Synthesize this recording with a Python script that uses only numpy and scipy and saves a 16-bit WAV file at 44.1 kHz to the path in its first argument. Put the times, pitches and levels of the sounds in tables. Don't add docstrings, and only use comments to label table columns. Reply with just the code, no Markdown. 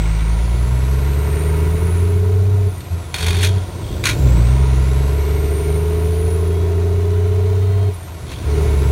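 import sys
import numpy as np
from scipy import signal
from scipy.fft import rfft, irfft
from scipy.io import wavfile
from scipy.ndimage import uniform_filter1d

SR = 44100
rng = np.random.default_rng(int(sys.argv[2]) if len(sys.argv) > 2 else 0)


def persist_wave(psi):
    counts = np.round(np.clip(psi, -1, 1) * 32767).astype(np.int16)
    wavfile.write(sys.argv[1], SR, np.atleast_2d(counts).T)


N = 392931
T = np.arange(N) / SR
CYLINDERS = 6
# frequency in Hz, width in Hz, level in dB.
GEARBOX_MODES = [(1440, 14, 4), (2320, 46, -2), (2445, 27, 5), (2700, 45, -3), (3310, 33, 8),
                 (3680, 35.3, 2.5), (4327, 50, 1), (6556, 30, -5), (8190, 53, 7)]


def undb(db):
    return 10 ** (np.asarray(db) / 20)


def unit(x):
    return x / np.sqrt(np.mean(x ** 2))


def noise():
    return rng.standard_normal(N)


def walk(rate):
    hold = int(SR / rate)
    steps = np.repeat(rng.standard_normal(N // hold + 1), hold)
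    return 0.73 * uniform_filter1d(uniform_filter1d(steps, hold), hold)[:N]


def lookup(x, points):
    return np.interp(x, *np.transpose(points))


def gate(start_s, end_s, rise_s, fall_s):
    attack = 1 - np.exp(-np.maximum(T - start_s, 0) / rise_s)
    return attack * np.exp(-np.maximum(T - end_s, 0) / fall_s)


def colour(x, points):
    hz, db = np.transpose(points)
    size = 8192
    bins_hz = np.maximum(np.fft.rfftfreq(size, 1 / SR), 1)
    cepstrum = irfft(np.log(undb(np.interp(np.log(bins_hz), np.log(hz), db))))
    fold = 1 + np.sign(np.fft.fftfreq(size))
    return signal.fftconvolve(x, irfft(np.exp(rfft(cepstrum * fold))))[:N]


def ring(x, modes):
    return sum(undb(db) * signal.lfilter(*signal.iirpeak(hz, hz / width, SR), x)
               for hz, width, db in modes)


def band(x, lo_hz, hi_hz):
    sos = signal.butter(3, [lo_hz, min(hi_hz, .48 * SR)], "band", fs=SR, output="sos")
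    return signal.sosfilt(sos, x)


def strength(levels, state):
    coast_db, *changes_db = levels
    return undb(coast_db + sum(db * share for db, share in zip(changes_db, state)))


def pedal():
    # down and up in seconds, load 0-1, boom in dB, extra boom as the load bites in dB,
    # growl in dB.
    presses = [(-.2, 2.68, .75, 0, 1, 0), (2.9, 2.94, .4, 1, 0, -15), (3.19, 3.58, .6, 1.5, -3, -5),
               (4.185, 7.89, 1, -1.2, 7, 1), (8.44, 9.1, 1, 1, 1, 1.5)]
    coast_boom_db, coast_growl_db, bite_s = -16.5, -27.5, .8
    load, boom_db, growl_db = 0, coast_boom_db, coast_growl_db
    for down, up, effort, press_db, bite_db, pipe_db in presses:
        press = gate(down, up, rise_s=.018, fall_s=.05)
        bite = np.exp(-np.maximum(T - down, 0) / bite_s)
        load += effort * press
        boom_db += press * (press_db + bite_db * bite - coast_boom_db)
        growl_db += press * (pipe_db - coast_growl_db)
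    return np.clip(load, 0, 1), boom_db, growl_db


def exhaust_boom(phase, firing_hz, boom_db, overtones_db):
    # multiple of the two-turn cycle, level in dB against the firing tone.
    weak_orders = [(3, -27.5), (4, -23), (5, -57), (7, -20.5), (8, -23.5), (10, -35), (11, -31.5)]
    # frequency in Hz, level in dB.
    cab_response = [(53, -16), (64, -15), (74, -17.5), (85, -14.5), (97, -12.5), (106, -29), (124, -22.5),
                    (135, -24.5), (143, -32.5), (152, -27), (172, -31.5), (190, -37.5), (205, -41),
                    (230, -63), (260, -50), (287, -48.5)]
    angle = 2 * np.pi * phase
    between = 0
    for k, db in weak_orders:
        between += undb(db + 2 * walk(20)) * np.cos(k * angle / CYLINDERS + rng.uniform(0, 2 * np.pi))
    low_tones = undb(lookup(firing_hz, cab_response)) * (np.cos(angle) + between)
    overtones = sum(undb(lookup(k * firing_hz, cab_response) + overtones_db) * np.cos(k * angle)
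                    for k in (2, 3))
    return np.sqrt(2) * undb(boom_db) * (low_tones + overtones)


def pipe_growl(phase, firing_hz, growl_db):
    # frequency in Hz, gain in dB.
    pipe_spectrum = [(150, -44), (245, -30), (288, -10), (315, -20.5), (350, -13.5), (385, -5), (418, 3.5),
                     (438, 1.5), (465, -25), (530, -25.5), (610, -21.5), (665, -10.5), (760, -25),
                     (1100, -47)]
    # firing rate in Hz, level in dB.
    level_by_speed = [(55, -50), (65, -33.5), (75, -23.5), (93, -24), (97, -30)]
    # multiples of the two-turn cycle, then their levels in dB.
    orders = (22, 24, 26, 28, 30, 32, 34, 36)
    orders_db = (-2.5, 1, 3, 1.5, -5, 2, -1.5, -1)
    odd_order_db, turbulence = -13, .4
    cycle = 2 * np.pi * phase / CYLINDERS
    surges = 0
    for k in range(16, 72):
        size = undb(odd_order_db * (k % 2) + np.interp(k, orders, orders_db))
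        surges += size * np.cos(k * cycle + np.pi / 2 * rng.uniform(-1, 1))
    flow = unit(surges) * (1 + .08 * walk(60)) + turbulence * noise()
    cab_walls = signal.butter(4, 560, fs=SR, output="sos")
    pipe = signal.sosfilt(cab_walls, colour(flow, pipe_spectrum))
    pipe /= np.sqrt(uniform_filter1d(pipe ** 2, SR // 3))
    return pipe * undb(growl_db + lookup(firing_hz, level_by_speed))


def cab_reflections(x, t60_s, wet_db):
    age = T[:SR // 6]
    tail = rng.standard_normal(len(age)) * undb(-60 * age / t60_s) * (age > .002)
    response = undb(wet_db) * tail / np.linalg.norm(tail)
    response[0] = 1
    return signal.fftconvolve(x, response / np.linalg.norm(response))[:N]


def jolts(phase, spread_db, decay_firings):
    firing = np.floor(phase).astype(int)
    force = undb(spread_db * rng.standard_normal(N // 100))[firing]
    return force * np.exp(-(phase % 1) / decay_firings)


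def block_clatter(phase, firing_hz, state):
    # frequency in Hz, width in Hz, level in dB.
    block_modes = [(703, 27, -15), (1033, 50, -4), (1530, 25, -15.5), (1840, 38, -23), (1980, 11, 2),
                   (2480, 32, -9), (2800, 81, -14), (4370, 100, -26), (6180, 90, -9)]
    # frequency in Hz, gain in dB.
    block_spectrum = [(280, -42), (480, -1), (545, -3), (647, 0), (853, -0.5), (968, -3.5), (1150, -6.5),
                      (1340, -8.5), (1680, -12), (2220, -11.5), (3090, -17), (4030, -18), (4900, -24),
                      (6030, -21), (7500, -31), (9750, -84), (16500, -120)]
    air_spectrum = [(5500, -7.5), (7000, 5), (9600, 1.5), (10400, -11), (11800, -2), (13500, -15),
                    (15500, -30)]
    roar_db = (-42, 6, -6, -1.5)
    rattle_db = (-45.5, 6.5, -5.5, 7)
    hiss_db = (-47, 5, -6.5, 2)
    air_db = (-52.5, 1, -1.5, 4.5)
    knocks = 1 + 0.4 * jolts(phase, spread_db=2.7, decay_firings=0.24)
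    drive = noise() * knocks * undb(1.54 * walk(350))
    drive = cab_reflections(drive, t60_s=0.07, wet_db=-5.5)
    block = colour(drive + ring(drive, block_modes), block_spectrum)
    speed_gain = undb(0.113 * (firing_hz - 74))
    roar = unit(band(block, 506, 990)) * strength(roar_db, state) * speed_gain
    rattle = unit(band(block, 1215, 2760)) * strength(rattle_db, state)
    hiss = unit(band(block, 3370, 6750)) * strength(hiss_db, state)
    air = unit(colour(band(drive, 8600, 24400), air_spectrum)) * strength(air_db, state)
    return roar + rattle + hiss + air


def whistle(hz, width_hz):
    smooth = signal.butter(2, width_hz / 2, fs=SR, output="sos")
    angle = 2 * np.pi * np.cumsum(hz) / SR
    return unit(sum(signal.sosfilt(smooth, noise()) * wave(angle) for wave in (np.cos, np.sin)))


def turbocharger(shaft_hz, load):
    # shaft speed in Hz, level in dB.
    fifth_levels = [(1100, -70), (1400, -56), (1700, -52), (1812, -40.5), (1905, -48.5), (1980, -41.5),
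                    (2055, -56.5), (2140, -58)]
    seventh_levels = [(1050, -43.5), (1400, -47), (1750, -46.5), (1970, -51.5), (2110, -56)]
    full_flow_load, coast_db = 0.8, -6.5
    fifth_hz, seventh_hz = 5 * shaft_hz, 7 * shaft_hz
    flow = uniform_filter1d(np.minimum(load / full_flow_load, 1), SR // 4)
    rush_share = np.clip(flow * (shaft_hz - 1000) / 600, 0, .95)
    rush = np.sqrt(rush_share) * whistle(seventh_hz, width_hz=1150)
    fifth = whistle(fifth_hz, width_hz=190) + undb(-2.5) * flow * whistle(fifth_hz, width_hz=930)
    seventh = np.sqrt(1 - rush_share) * whistle(seventh_hz, width_hz=450) + rush
    fifth *= undb(lookup(shaft_hz, fifth_levels))
    seventh *= undb(lookup(shaft_hz, seventh_levels))
    return (fifth + seventh) * undb(coast_db * (1 - flow))


def loose_parts(phase, firing_hz, state):
    # frequency in Hz, width in Hz, level in dB.
    dashboard_modes = [(918, 23, 3), (961, 18, 6.5), (1374, 11, 0)]
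    trim_modes = [(2174, 38, 11), (2294, 30, 8.5), (2786, 29, 0.5)]
    lever_modes = [(3276, 91, 6), (3540, 120, 2.5), (4270, 300, -6)]
    dashboard_db = (-52.5, 11, -8, 9.5)
    lever_db = (-49.5, 1.5, -9.5, -26)
    # firing rate in Hz, level at full load in dB.
    trim_by_speed = [(53, -38.5), (60, -52.5), (70, -49.5), (76, -46), (83, -60), (96, -65)]
    # start and end in seconds, level in dB.
    lever_pushes = [(3.2, 3.48, -35), (3.82, 4.1, -47), (8.26, 8.38, -46)]
    load = state[0]
    pushed = sum(undb(db) * gate(start, end, rise_s=0.013, fall_s=0.053)
                 for start, end, db in lever_pushes)
    parts = ((dashboard_modes, strength(dashboard_db, state)),
             (trim_modes, load * undb(lookup(firing_hz, trim_by_speed))),
             (lever_modes, strength(lever_db, state) + pushed))
    buzz = 0
    for modes, gain in parts:
        taps = jolts(phase, spread_db=2.2, decay_firings=0.39) * noise()
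        buzz += gain * unit(band(ring(taps, modes), 0.86 * modes[0][0], 1.6 * modes[-1][0]))
    return buzz


def road_rumble():
    # frequency in Hz, gain in dB.
    spectrum = [(20, -66.5), (35, -7.5), (52, -1), (110, 0.5), (170, -10), (230, -17.5), (330, -11.5),
                (420, -16), (600, -20.5), (1200, -46.5)]
    # time in seconds, level in dB.
    levels = [(0, -29), (1.7, -23), (2.6, -32.5), (3.7, -27.5), (4.25, -18.5), (4.7, -25.5), (5.6, -25),
              (7.95, -38), (8.6, -21.5), (8.91, -20.5)]
    sway_db = 1.2 * walk(9)
    return unit(colour(noise(), spectrum)) * undb(lookup(T, levels) + sway_db)


def gear_shifts():
    # start in seconds, peak level in dB.
    knocks = [(2.806, -33.5), (3.142, -16.5), (3.1853, -23), (3.208, -22.5), (3.227, -20), (3.2674, -18.5),
              (3.2823, -21.5), (3.4262, -27), (3.4349, -15), (3.4464, -17.5), (4.039, -16), (4.0551, -9.5),
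              (4.067, -19), (4.0963, -14.5)]
    # share of the peak, decay time in seconds.
    knock_decays = [(0.37, 0.00076), (0.73, 0.0068), (0.15, 0.018)]
    # start and end in seconds, level in dB.
    scrapes = [(3.141, 3.27, -31.5), (3.27, 3.41, -31.5), (3.409, 3.461, -25), (4.048, 4.077, -20.5),
               (4.087, 4.12, -31.5), (8.293, 8.327, -37.5)]
    # time in seconds, share 0-1.
    meshing = [(3.4, 0), (3.44, 0.46), (4.03, 1)]
    # frequency in Hz, gain in dB.
    teeth_spectrum = [(530, -17), (900, -3.5), (1290, -9.5), (1480, -3.5), (2360, -2.5), (2860, -8),
                      (3260, -6), (3630, -1), (4080, -8.5), (4440, -3), (4820, -12.5), (6500, -9.5),
                      (7590, -16.5), (9400, -10), (15500, -26.5)]
    case_spectrum = [(590, -55), (1000, -6), (1320, -7), (1480, -2.5), (1770, -4), (2340, -1), (2740, -5),
                     (2970, -8.5), (3410, -11.5), (3830, -2), (4980, -14), (6480, -9), (7610, -17.5),
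                     (9800, -13.5), (15500, -28)]
    skip_hz, skip_depth, skip_decay_s = 48.5, 1.8, .004
    blows = np.zeros(N)
    for start, db in knocks:
        age = np.maximum(T - start, 0)
        decay = sum(share * np.exp(-age / decay_s) for share, decay_s in knock_decays)
        blows += (T >= start) * undb(db) * decay
    since_skip = (T - scrapes[0][0]) % (1 / skip_hz)
    skips = 1 + skip_depth * np.exp(-since_skip / skip_decay_s)
    scrape = sum(undb(db) * gate(start, end, rise_s=0.011, fall_s=0.022) for start, end, db in scrapes)
    scrape *= skips * undb(3.6 * walk(400))
    drive = noise()
    contact = drive * np.hypot(blows, scrape)
    mesh = lookup(T, meshing)

    def metal(x, spectrum):
        return colour(1.06 * x + ring(x, GEARBOX_MODES), spectrum)

    return sum(metal(share * contact, spectrum) / np.std(metal(drive, spectrum))
               for share, spectrum in ((1 - mesh, teeth_spectrum), (mesh, case_spectrum)))


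def pipe_tone_and_gear_whine(phase, firing_hz, load):
    orders = (7, 33, 39, 44)
    # level near top speed in dB, slope in dB per Hz of firing rate.
    levels = [(-40, 1.2), (-55.5, .8), (-61.5, 0), (-55.5, 1)]
    near_top_hz, start_s = 95.54, 4.7
    tones = 0
    for k, (db, slope) in zip(orders, levels):
        gain = undb(db + slope * (firing_hz - near_top_hz) + 2 * walk(20))
        tones += gain * np.sin(2 * np.pi * k * phase + 0.75 * walk(30))
    return np.sqrt(2) * (tones + ring(tones, GEARBOX_MODES)) * load * (T > start_s)


def scene():
    # time in seconds, firing rate in Hz.
    engine_speed = [(0, 52.96), (.3, 54.5), (.7, 62.03), (1.44, 75.65), (1.801, 81.5), (1.959, 86.3),
                    (2.51, 96.7), (2.67, 95.6), (2.779, 87.7), (3.2, 80.2), (3.529, 95.38), (3.85, 84),
                    (4.07, 68.9), (4.22, 67.36), (4.38, 56.5), (4.6, 67.24), (4.79, 64.2), (5.351, 72.75),
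                    (5.58, 73.23), (5.83, 78.4), (7, 88.45), (7.59, 94.3), (7.87, 96.8), (7.97, 86.5),
                    (8.28, 78.9), (8.45, 69.2), (8.61, 75.3), (8.81, 69.17), (8.91, 69.7)]
    # time in seconds, shaft speed in Hz.
    turbo_speed = [(0, 1125), (1, 1670), (1.4, 1805), (1.9, 1973), (2.52, 2110), (2.69, 2010), (2.82, 1720),
                   (3.15, 1460), (3.5, 1426), (3.85, 1188), (4.24, 1037), (5, 1572), (5.6, 1822), (6, 1909),
                   (6.8, 2091), (7.88, 2160), (8, 1847), (8.25, 1490), (8.52, 1298), (8.91, 1586)]
    # time in seconds, nearness 0-1.
    microphone_path = [(0, 0.5), (.5, 0.17), (1.3, 0.94), (1.95, 0.98), (2.35, 0.26)]
    full_boost_hz = 2105
    firing_hz = uniform_filter1d(lookup(T, engine_speed), SR // 16)
    phase = np.cumsum(firing_hz) / SR
    load, boom_db, growl_db = pedal()
    shaft_hz = lookup(T, turbo_speed)
    boost = (shaft_hz / full_boost_hz) ** 3.46
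    near = lookup(T, microphone_path)
    state = uniform_filter1d(load, SR // 5), boost, near
    lugging_db = 0.61 * np.maximum(boom_db, 0)
    boom = exhaust_boom(phase, firing_hz, boom_db, overtones_db=lugging_db + 2.5 * near)
    growl = pipe_growl(phase, firing_hz, growl_db - 5 * near)
    engine = boom + growl + block_clatter(phase, firing_hz, state) + turbocharger(shaft_hz, load)
    buzz = loose_parts(phase, firing_hz, state)
    tones = pipe_tone_and_gear_whine(phase, firing_hz, load)
    return (engine + buzz + tones + gear_shifts() + road_rumble())[None]


def record(dry):
    ceiling, top_hz = .76, 15800
    rounded = dry / (1 + (dry / ceiling) ** 6) ** (1 / 6)
    return signal.sosfilt(signal.ellip(14, .2, 80, top_hz, fs=SR, output="sos"), rounded)


dry = scene()
out = record(dry)
persist_wave(out)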